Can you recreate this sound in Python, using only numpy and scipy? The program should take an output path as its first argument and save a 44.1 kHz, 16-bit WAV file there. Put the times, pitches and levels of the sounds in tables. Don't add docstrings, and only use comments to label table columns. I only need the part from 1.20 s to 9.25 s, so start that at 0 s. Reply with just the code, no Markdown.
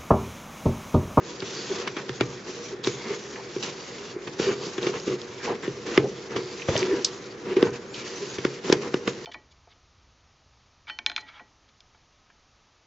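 import sys
import numpy as np
from scipy import signal
from scipy.fft import rfft, irfft
from scipy.io import wavfile
from scipy.ndimage import uniform_filter1d, map_coordinates

SR = 44100
rng = np.random.default_rng(int(sys.argv[2]) if len(sys.argv) > 2 else 0)


def master(y):
    cut = np.clip(np.atleast_2d(y).T, -1, 1)
    pcm = np.round(cut * 32767)
    wavfile.write(sys.argv[1], SR, pcm.astype(np.int16))


N = 355005

# start_s, boom_db, clack_db, thud_db (added to boom_db), ring_factor, boom_hz, wall_hz, contact_s
KNOCKS = [(0.222,-24.5,-37,6,1,350,2200,0.033), (0.675,-29,-27,4,.8,328,2150,0.026),
          (0.767,-20.5,-31,-7,0.54,338,1600,0.029), (0.893,-21.5,-33.5,4,1.4,386,1480,0.008),
          (1.009,-10,-22,1,1.9,335,3150,0.0052), (1.671,-12,-30,-2,1.44,381,2200,0.014),
          (2.362,-18.5,-42,-4,1.24,377,2400,0.023), (3.074,-25,-35,7.5,0.71,347,2100,.035),
          (3.196,-12.5,-33,-3,0.79,393,2900,.03), (3.58,-19.5,-33,-3,1.3,360,1490,0.04),
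          (3.667,-16.5,-28.5,-9,0.97,377,3000,0.041), (3.876,-14,-44,-4.5,1.2,328,950,0.034),
          (4.477,-16.5,-42,0,1.4,358,2100,0.017), (4.7761,-1.5,-18,-8,1.66,350,2070,0.0084),
          (5.161,-20,-29,2.5,0.77,382,2500,0.056), (5.485,-13.5,-30,1.5,0.62,430,1400,0.022),
          (5.552,-17.5,-33,-4,0.59,444,1150,0.019), (6.3661,-8.5,-31.5,-23,1.4,380,2400,0.031),
          (6.4266,-1,-24.5,-7,0.78,350,1530,0.0058), (7.184,-21,-33.5,8,0.84,370,2200,0.028),
          (7.2496,-8.5,-25,-17,0.54,360,1150,0.0093), (7.498,-7,-28.5,-21,0.55,396,1150,0.018),
          (7.525,-4.5,-17,-12,0.64,367,2500,0.0081), (7.741,-10,-28,-8.5,0.73,320,1300,0.014),
          (7.876,-13,-24.5,-7,0.63,295,1620,0.013)]
# pitch_hz, t60_s, level_db
TUB_MODES = [(222,0.045,-8), (254,0.048,-6.5), (298.6,0.033,1.5), (346,0.037,2.5), (379.3,0.049,4),
             (429.7,0.11,-9), (476.5,0.19,-9.5), (527.5,0.076,-19)]
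# pitch_hz, t60_s, level_db
BENCH_MODES = [(110, 0.063, -17), (133.7, 0.3, 2), (160.8, 0.12, 0)]
WALL_MODES_HZ = [967, 1179, 1517, 1825, 2124, 2338, 2844, 3420, 4660, 5960, 6600]
# frequency_hz, level_db
CLACK_COLOUR = [(300, -24), (700, -0.5), (1100, 1.5), (1450, -0.5), (2400, -4.5), (3400, -2), (4500, -15.5),
                (8000, -41.5)]

TOP_HZ = 7800


def undb(db):
    return 10 ** (np.asarray(db) / 20)


def unit(x):
    return x / np.sqrt(np.mean(x ** 2))


def seconds(length):
    return np.arange(int(length * SR)) / SR


def fade(t, t60):
    return np.exp(-np.log(1000) * t / t60)


def add(track, start_s, sound):
    i = max(int(start_s * SR), 0)
    track[i:i + len(sound)] += sound[:max(N - i, 0)]


def through(x, response):
    return signal.oaconvolve(x, response)[:len(x)]


def cut(x, order, hz, kind):
    return signal.sosfilt(signal.butter(order, hz, kind, fs=SR, output="sos"), x)


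def colour(points, size=1024):
    hz, db = np.transpose(points)
    grid_hz = np.fft.rfftfreq(size, 1 / SR) + 1
    curve_db = np.interp(np.log(grid_hz), np.log(hz), db)
    cepstrum = irfft(np.log(undb(curve_db)))
    cepstrum[1:size // 2] *= 2
    cepstrum[size // 2 + 1:] = 0
    response = irfft(np.exp(rfft(cepstrum)))
    return response / np.linalg.norm(response)


def ring(modes, stretch=0.69, push_s=0.0035):
    t = seconds(.4)
    y = sum(undb(db) * fade(t, t60 * max(stretch, .2)) * np.cos(2 * np.pi * hz * t)
            for hz, t60, db in modes)
    y *= 1 - np.exp(-t / push_s)
    y = cut(y, 3, 0.5 * modes[0][0], "high")
    return y / np.abs(y).max()


def wander(per_s):
    hold = int(SR / per_s)
    steps = np.repeat(rng.standard_normal(N // hold + 1), hold)
    return unit(uniform_filter1d(steps, hold)[:N])


def slips(per_s, spread_db):
    size = undb(spread_db * np.minimum(rng.exponential(size=N), 5))
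    return unit((rng.random(N) < per_s / SR) * size * rng.choice([-1, 1], N))


def burst(t60, tail_db, tail_t60):
    t = seconds(.15)
    skid = fade(np.maximum(t - t60 / 6, 0), t60)
    shiver = undb(tail_db) * fade(t, tail_t60)
    y = rng.choice([-1, 1], len(t)) * (skid + shiver)
    return y / np.linalg.norm(y)


def glide(length, start_hz, end_hz, waver, per_s):
    t = seconds(length)
    hz = np.linspace(start_hz, end_hz, len(t)) * (1 + waver * wander(per_s)[:len(t)])
    swell = np.sqrt(np.abs(np.sin(np.pi * t / length)))
    return np.sin(2 * np.pi * np.cumsum(hz) / SR) * swell


def favour(hz, spot_hz, db_per_octave):
    return -db_per_octave * np.abs(np.log2(hz / spot_hz))


def workshop():
    # frequency_hz, level_db
    air_colour = [(25, -24.5), (65, 7), (130, -2.5), (400, 8), (700, 6.5), (2000, 3.5), (8000, -48)]
    air = through(rng.standard_normal(N), colour(air_colour, size=4096))
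    return air * undb(-51.5 + 0.25 * wander(23))


def echoes(x, t60, delay_s):
    t = seconds(.5)
    response = rng.standard_normal(len(t)) * fade(t, t60) * (t > delay_s)
    return through(x, response / np.linalg.norm(response))


def rocking(t60=0.59):
    out = np.zeros(N)
    for start_s, boom_db, _, thud_db, *_ in KNOCKS:
        add(out, start_s, undb(boom_db + thud_db - 26.5) * fade(seconds(t60), t60))
    return out


def rubs(fall=.06, width_hz=370):
    # start_s, length_s, pitch_hz, level_db
    bare_rubs = [(2.155,.07,893,-47), (4.19,0.12,1690,-48), (4.26,0.08,860,-35), (4.795,0.084,702,-42.5),
                 (5.68,.12,1710,-44.5), (6.44,.06,942,-41), (7.527,0.024,642,-35), (7.63,0.057,966,-43.5)]
    out = np.zeros(N)
    for start_s, length, hz, db in bare_rubs:
        tone = glide(length, hz * (1 + fall), hz * (1 - fall), waver=.02, per_s=160)
        roughness = cut(rng.standard_normal(len(tone)), 2, width_hz / 2, "low")
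        add(out, start_s, undb(db) * unit(tone * roughness))
    return out


def judders():
    # start_s, length_s, pitch_hz, level_db
    groans = [(0.501,0.027,381,-24.5), (1.524,0.026,385,-30.5), (1.895,0.026,391,-23),
              (2.963,0.012,374,-26), (3.269,0.04,382,-19), (3.905,0.047,368.3,-24.5), (5.612,.045,377,-23),
              (5.68,0.08,374,-19.5), (5.733,0.013,342,-15), (6.312,0.026,379,-24), (7.014,0.028,398,-27)]
    # start_s, length_s, start_hz, end_hz, level_db
    squeaks = [(4.422,0.031,7000,7600,-49), (6.657,0.086,6000,7570,-54)]
    out = np.zeros(N)
    for start_s, length, hz, db in groans:
        add(out, start_s, undb(db) * glide(length, hz * 1.017, hz / 1.005, waver=.02, per_s=140))
    for start_s, length, start_hz, end_hz, db in squeaks:
        add(out, start_s, undb(db) * glide(length, start_hz, end_hz, waver=.011, per_s=350))
    return out * undb(2 * wander(160))


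def ticks():
    # start_s, peak_db, pitch_hz, t60_s
    cracks = [(0.203,-26,4000,.007), (1.639,-24,4040,0.0083), (1.6456,-21,3640,0.0088),
              (1.672,-20,4970,0.0067), (2.158,-30,1890,0.023), (2.427,-24.5,3330,0.0089),
              (3.629,-24,3540,0.0068), (3.799,-29,4800,0.0037), (4.016,-26.5,4260,.004),
              (4.776,-9.5,2030,0.005), (5.396,-30,2200,.015), (5.419,-28,2500,.022),
              (5.5645,-14.5,2700,.004), (5.577,-18.5,5360,0.0077), (5.591,-23,5550,0.0074),
              (5.629,-15,2580,0.0032), (5.8462,-8,5100,0.013), (6.742,-30,3450,0.035),
              (7.525,-12.5,5360,0.011)]
    out = np.zeros(N)
    for start_s, db, hz, t60 in cracks:
        noise = burst(t60, tail_db=-9.5, tail_t60=8 * t60)
        tick = cut(noise, 2, [hz / 1.28, min(hz * 1.176, TOP_HZ)], "band")
        add(out, start_s, undb(db) * tick / np.abs(tick).max())
    return out


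def grit(per_s=65, low_hz=1340, high_hz=6300):
    out, t = np.zeros(N), seconds(.02)
    for when, pitch, chance in rng.random((int(per_s * N / SR), 3)):
        hz = low_hz * (high_hz / low_hz) ** pitch
        size = undb(-2.8 * np.log(max(chance, .02)))
        add(out, when * N / SR, size * fade(t, t60=0.01) * np.sin(2 * np.pi * hz * t))
    return unit(out)


def wall_ring(spot_hz, t60, detune=.05):
    t = seconds(.15)
    pitches = WALL_MODES_HZ * (1 + detune * rng.uniform(-0.85, 1, len(WALL_MODES_HZ)))
    gains = undb(favour(pitches, spot_hz, db_per_octave=15))
    y = sum(gain * np.sin(2 * np.pi * (hz * t + rng.random())) for hz, gain in zip(pitches, gains))
    y *= fade(t, t60)
    return y / np.linalg.norm(y)


def clacks(ring_db=-3.5, snap_db=-9.5):
    # frequency_hz, level_db
    snap_colour = [(1500, -8), (3000, -2.5), (4000, -6), (5000, 2.5), (6300, -1), (8000, -23.5)]
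    clack, rings, snap = np.zeros((3, N))
    for start_s, _, clack_db, _, _, _, wall_hz, contact_s in KNOCKS:
        force = undb(clack_db + 23)
        add(clack, start_s, force * burst(contact_s, tail_db=-15, tail_t60=.07))
        add(rings, start_s, force * undb(ring_db) * wall_ring(wall_hz, t60=0.026 + contact_s))
        add(snap, start_s, force * undb(snap_db) * burst(contact_s, tail_db=-16, tail_t60=0.025))
    return through(clack, colour(CLACK_COLOUR)) + rings + through(snap, colour(snap_colour))


def booms(hollow_top_hz=600):
    # start_s, peak_db, pitch_factor
    slaps = [(4.783, -29, 1.07), (5.486, -12, .93), (5.506, -32, 0.85), (5.553, -20, 1.14)]
    # pitch_hz, t60_s, level_db
    base_modes = [(98.5, 0.097, 0.5), (558, 0.036, 15), (688, 0.078, -5)]
    tub, bench = np.zeros((2, N))
    for start_s, boom_db, _, thud_db, stretch, boom_hz, _, contact_s in KNOCKS:
        struck = [(hz, t60, db + favour(hz, boom_hz, db_per_octave=23)) for hz, t60, db in TUB_MODES]
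        boom = ring(struck, stretch, push_s=0.13 * contact_s)
        thud = ring(BENCH_MODES, stretch * 0.59, push_s=0.0079)
        add(tub, start_s + 0.0005, undb(boom_db) * boom)
        add(bench, start_s + 0.0018, undb(boom_db + thud_db - 20.5) * thud)
    for start_s, peak_db, pitch_factor in slaps:
        retuned = [(hz * pitch_factor, t60, db) for hz, t60, db in base_modes]
        add(bench, start_s, undb(peak_db) * ring(retuned))
    return cut(tub, 5, hollow_top_hz, "low") + bench


def stroke(length, attack_s, release_s, build_db=0):
    t = seconds(length + 8 * release_s)
    onset = np.minimum(t / attack_s, 1)
    build = undb(build_db * np.minimum(t / length - 1, 0))
    return onset * build * np.exp(-np.maximum(t - length, 0) / release_s)


def stirring(skid_s=0.015):
    # start_s, length_s, hiss_db
    sweeps = [(0.0, 0.22, -45.5), (0.195, 0.43, -40.5), (0.646, 0.56, -48.5), (1.22, 0.3, -44.5),
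              (1.648, 0.3, -43.5), (1.907, 0.51, -47), (2.355, 0.56, -45.5), (2.98, 0.23, -49.5),
              (3.195, 0.39, -44.5), (3.604, 0.35, -46.5), (3.943, 0.41, -47.5), (4.36, 0.71, -49),
              (5.133, 0.54, -45.5), (5.47, 0.468, -44.5), (5.863, 0.26, -50.5), (6.14, 0.55, -54),
              (6.69, 0.47, -42.5), (7.152, 0.21, -45.5), (7.365, 0.43, -48.5), (7.794, 0.25, -48.5)]
    # start_s, length_s, boom_db, rasp_db, hiss_db
    pushes = [(0.49, 0.18, -37.5, -41, -65), (0.763, 0.025, -37, -35, -43.5),
              (1.259, 0.039, -38.5, -45, -51), (1.63, 0.056, -37, -39, -36.5),
              (1.841, 0.088, -35, -40, -61), (2.42, 0.018, -39, -34, -31.5),
              (2.438, 0.062, -35.5, -42, -42), (3.182, 0.097, -30, -35.5, -35.5),
              (3.272, 0.046, -30, -34, -48), (3.39, 0.08, -35, -44, -41.5),
              (3.605, 0.083, -30.5, -37.5, -39), (3.722, 0.044, -33, -34, -47),
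              (3.859, 0.067, -30.5, -40, -41), (4.225, 0.029, -31.5, -38.5, -36),
              (4.261, 0.078, -29.5, -38, -64), (4.421, 0.024, -36.5, -36, -48), (4.652, .11, -34, -37, -41),
              (4.821, 0.052, -27.5, -56, -56), (5.089, 0.11, -34.5, -40.5, -50),
              (5.474, 0.14, -31.5, -34, -37), (5.617, 0.17, -32, -39.5, -49),
              (6.244, 0.083, -34.5, -41.5, -51), (6.355, 0.12, -30, -38, -47),
              (6.524, 0.04, -43, -43.5, -44.5), (7.433, 0.07, -31.5, -37, -39),
              (7.607, 0.073, -33.5, -41, -45.5), (7.868, 0.015, -26, -37, -35)]
    boom, rasp, hiss = (np.full(N, undb(db) ** 2) for db in (-43.5, -54, -58.5))
    for start_s, length, hiss_db in sweeps:
        force = stroke(length, attack_s=.07, release_s=.028)
        for power, db in ((boom, hiss_db - 2), (rasp, hiss_db - 3.5), (hiss, hiss_db)):
            add(power, start_s, (undb(db) * force) ** 2)
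    for start_s, length, boom_db, rasp_db, hiss_db in pushes:
        force = stroke(length, attack_s=0.016, release_s=0.023, build_db=1.5)
        for power, db in ((boom, boom_db), (rasp, rasp_db), (hiss, hiss_db)):
            add(power, start_s, (undb(db) * force) ** 2)
    skid = stroke(skid_s, attack_s=skid_s, release_s=0.023)
    for start_s, _, clack_db, *_ in KNOCKS:
        add(rasp, start_s - skid_s, (undb(clack_db - 11) * skid) ** 2)
    return np.sqrt([boom, rasp, hiss])


def wall(scrape, swing_db=3):
    out = scrape
    for hz in WALL_MODES_HZ:
        mode = signal.lfilter(*signal.iirpeak(hz, Q=17, fs=SR), scrape)
        out = out + mode * (undb(swing_db * wander(14)) - 1)
    return out * undb(-1)


def scraping(grip, rasp_gain, hiss_gain, crumbs):
    # frequency_hz, level_db
    rasp_colour = [(200, -16.5), (500, 4), (720, 1), (1050, 5), (1500, 2), (2300, 2), (3200, -6.5),
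                   (4500, -12.5), (8000, -44)]
    # frequency_hz, level_db
    hiss_colour = [(1200, -29.5), (2500, 7.5), (3400, 8.5), (4300, 9), (5500, 9), (6700, 7), (7500, 0.5),
                   (8200, -48)]
    coarse = through(slips(per_s=3500, spread_db=-0.5), colour(rasp_colour))
    coarse += undb(-10.5) * through(crumbs, colour(CLACK_COLOUR))
    fine = through(slips(per_s=10000, spread_db=3), colour(hiss_colour))
    rasp = coarse * rasp_gain * undb(0.8 * grip - 1)
    hiss = fine * hiss_gain * undb(1.3 * grip - 1)
    grains = undb(-16) * grit() * np.hypot(rasp_gain, hiss_gain)
    return rasp + hiss + grains


def dragging(boom_gain, drift=0.011):
    boom = unit(through(slips(per_s=1500, spread_db=1), ring(TUB_MODES, stretch=1.15)))
    read_position = np.cumsum(1 + drift * wander(8))
    boom = map_coordinates(boom, [read_position], order=1, mode="mirror")
    shuffle = unit(through(slips(per_s=1400, spread_db=-0.5), ring(BENCH_MODES)))
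    rubbing = np.hypot(boom_gain * undb(-20.5), undb(-56))
    return boom * boom_gain * undb(-0.37) + shuffle * np.hypot(rubbing, rocking())


def scene():
    grip = wander(70)
    boom_gain, rasp_gain, hiss_gain = stirring()
    crumbs = slips(per_s=100, spread_db=2.2)
    low = dragging(boom_gain) + booms() + judders()
    bright, scattered = (wall(scraping(grip, rasp_gain, hiss_gain, crumbs)) + clacks() + ticks() + rubs()
                         for _ in range(2))
    scattered = cut(scattered, 1, 1000, "high")
    mid = low + undb(-12.5) * echoes(low, t60=0.41, delay_s=0.011) + bright + workshop()
    side = undb(-24.5) * echoes(low, t60=.25, delay_s=.003)
    side += undb(-7.5) * scattered + undb(-4) * workshop()
    return np.array([mid + side, mid - side]) * undb([[-.2], [.2]])


def record(dry):
    rounded = 0.85 * np.tanh(1.4 * dry)
    return signal.sosfilt(signal.ellip(8, .2, 70, TOP_HZ, fs=SR, output="sos"), rounded)


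dry = scene()
out = record(dry)
master(out)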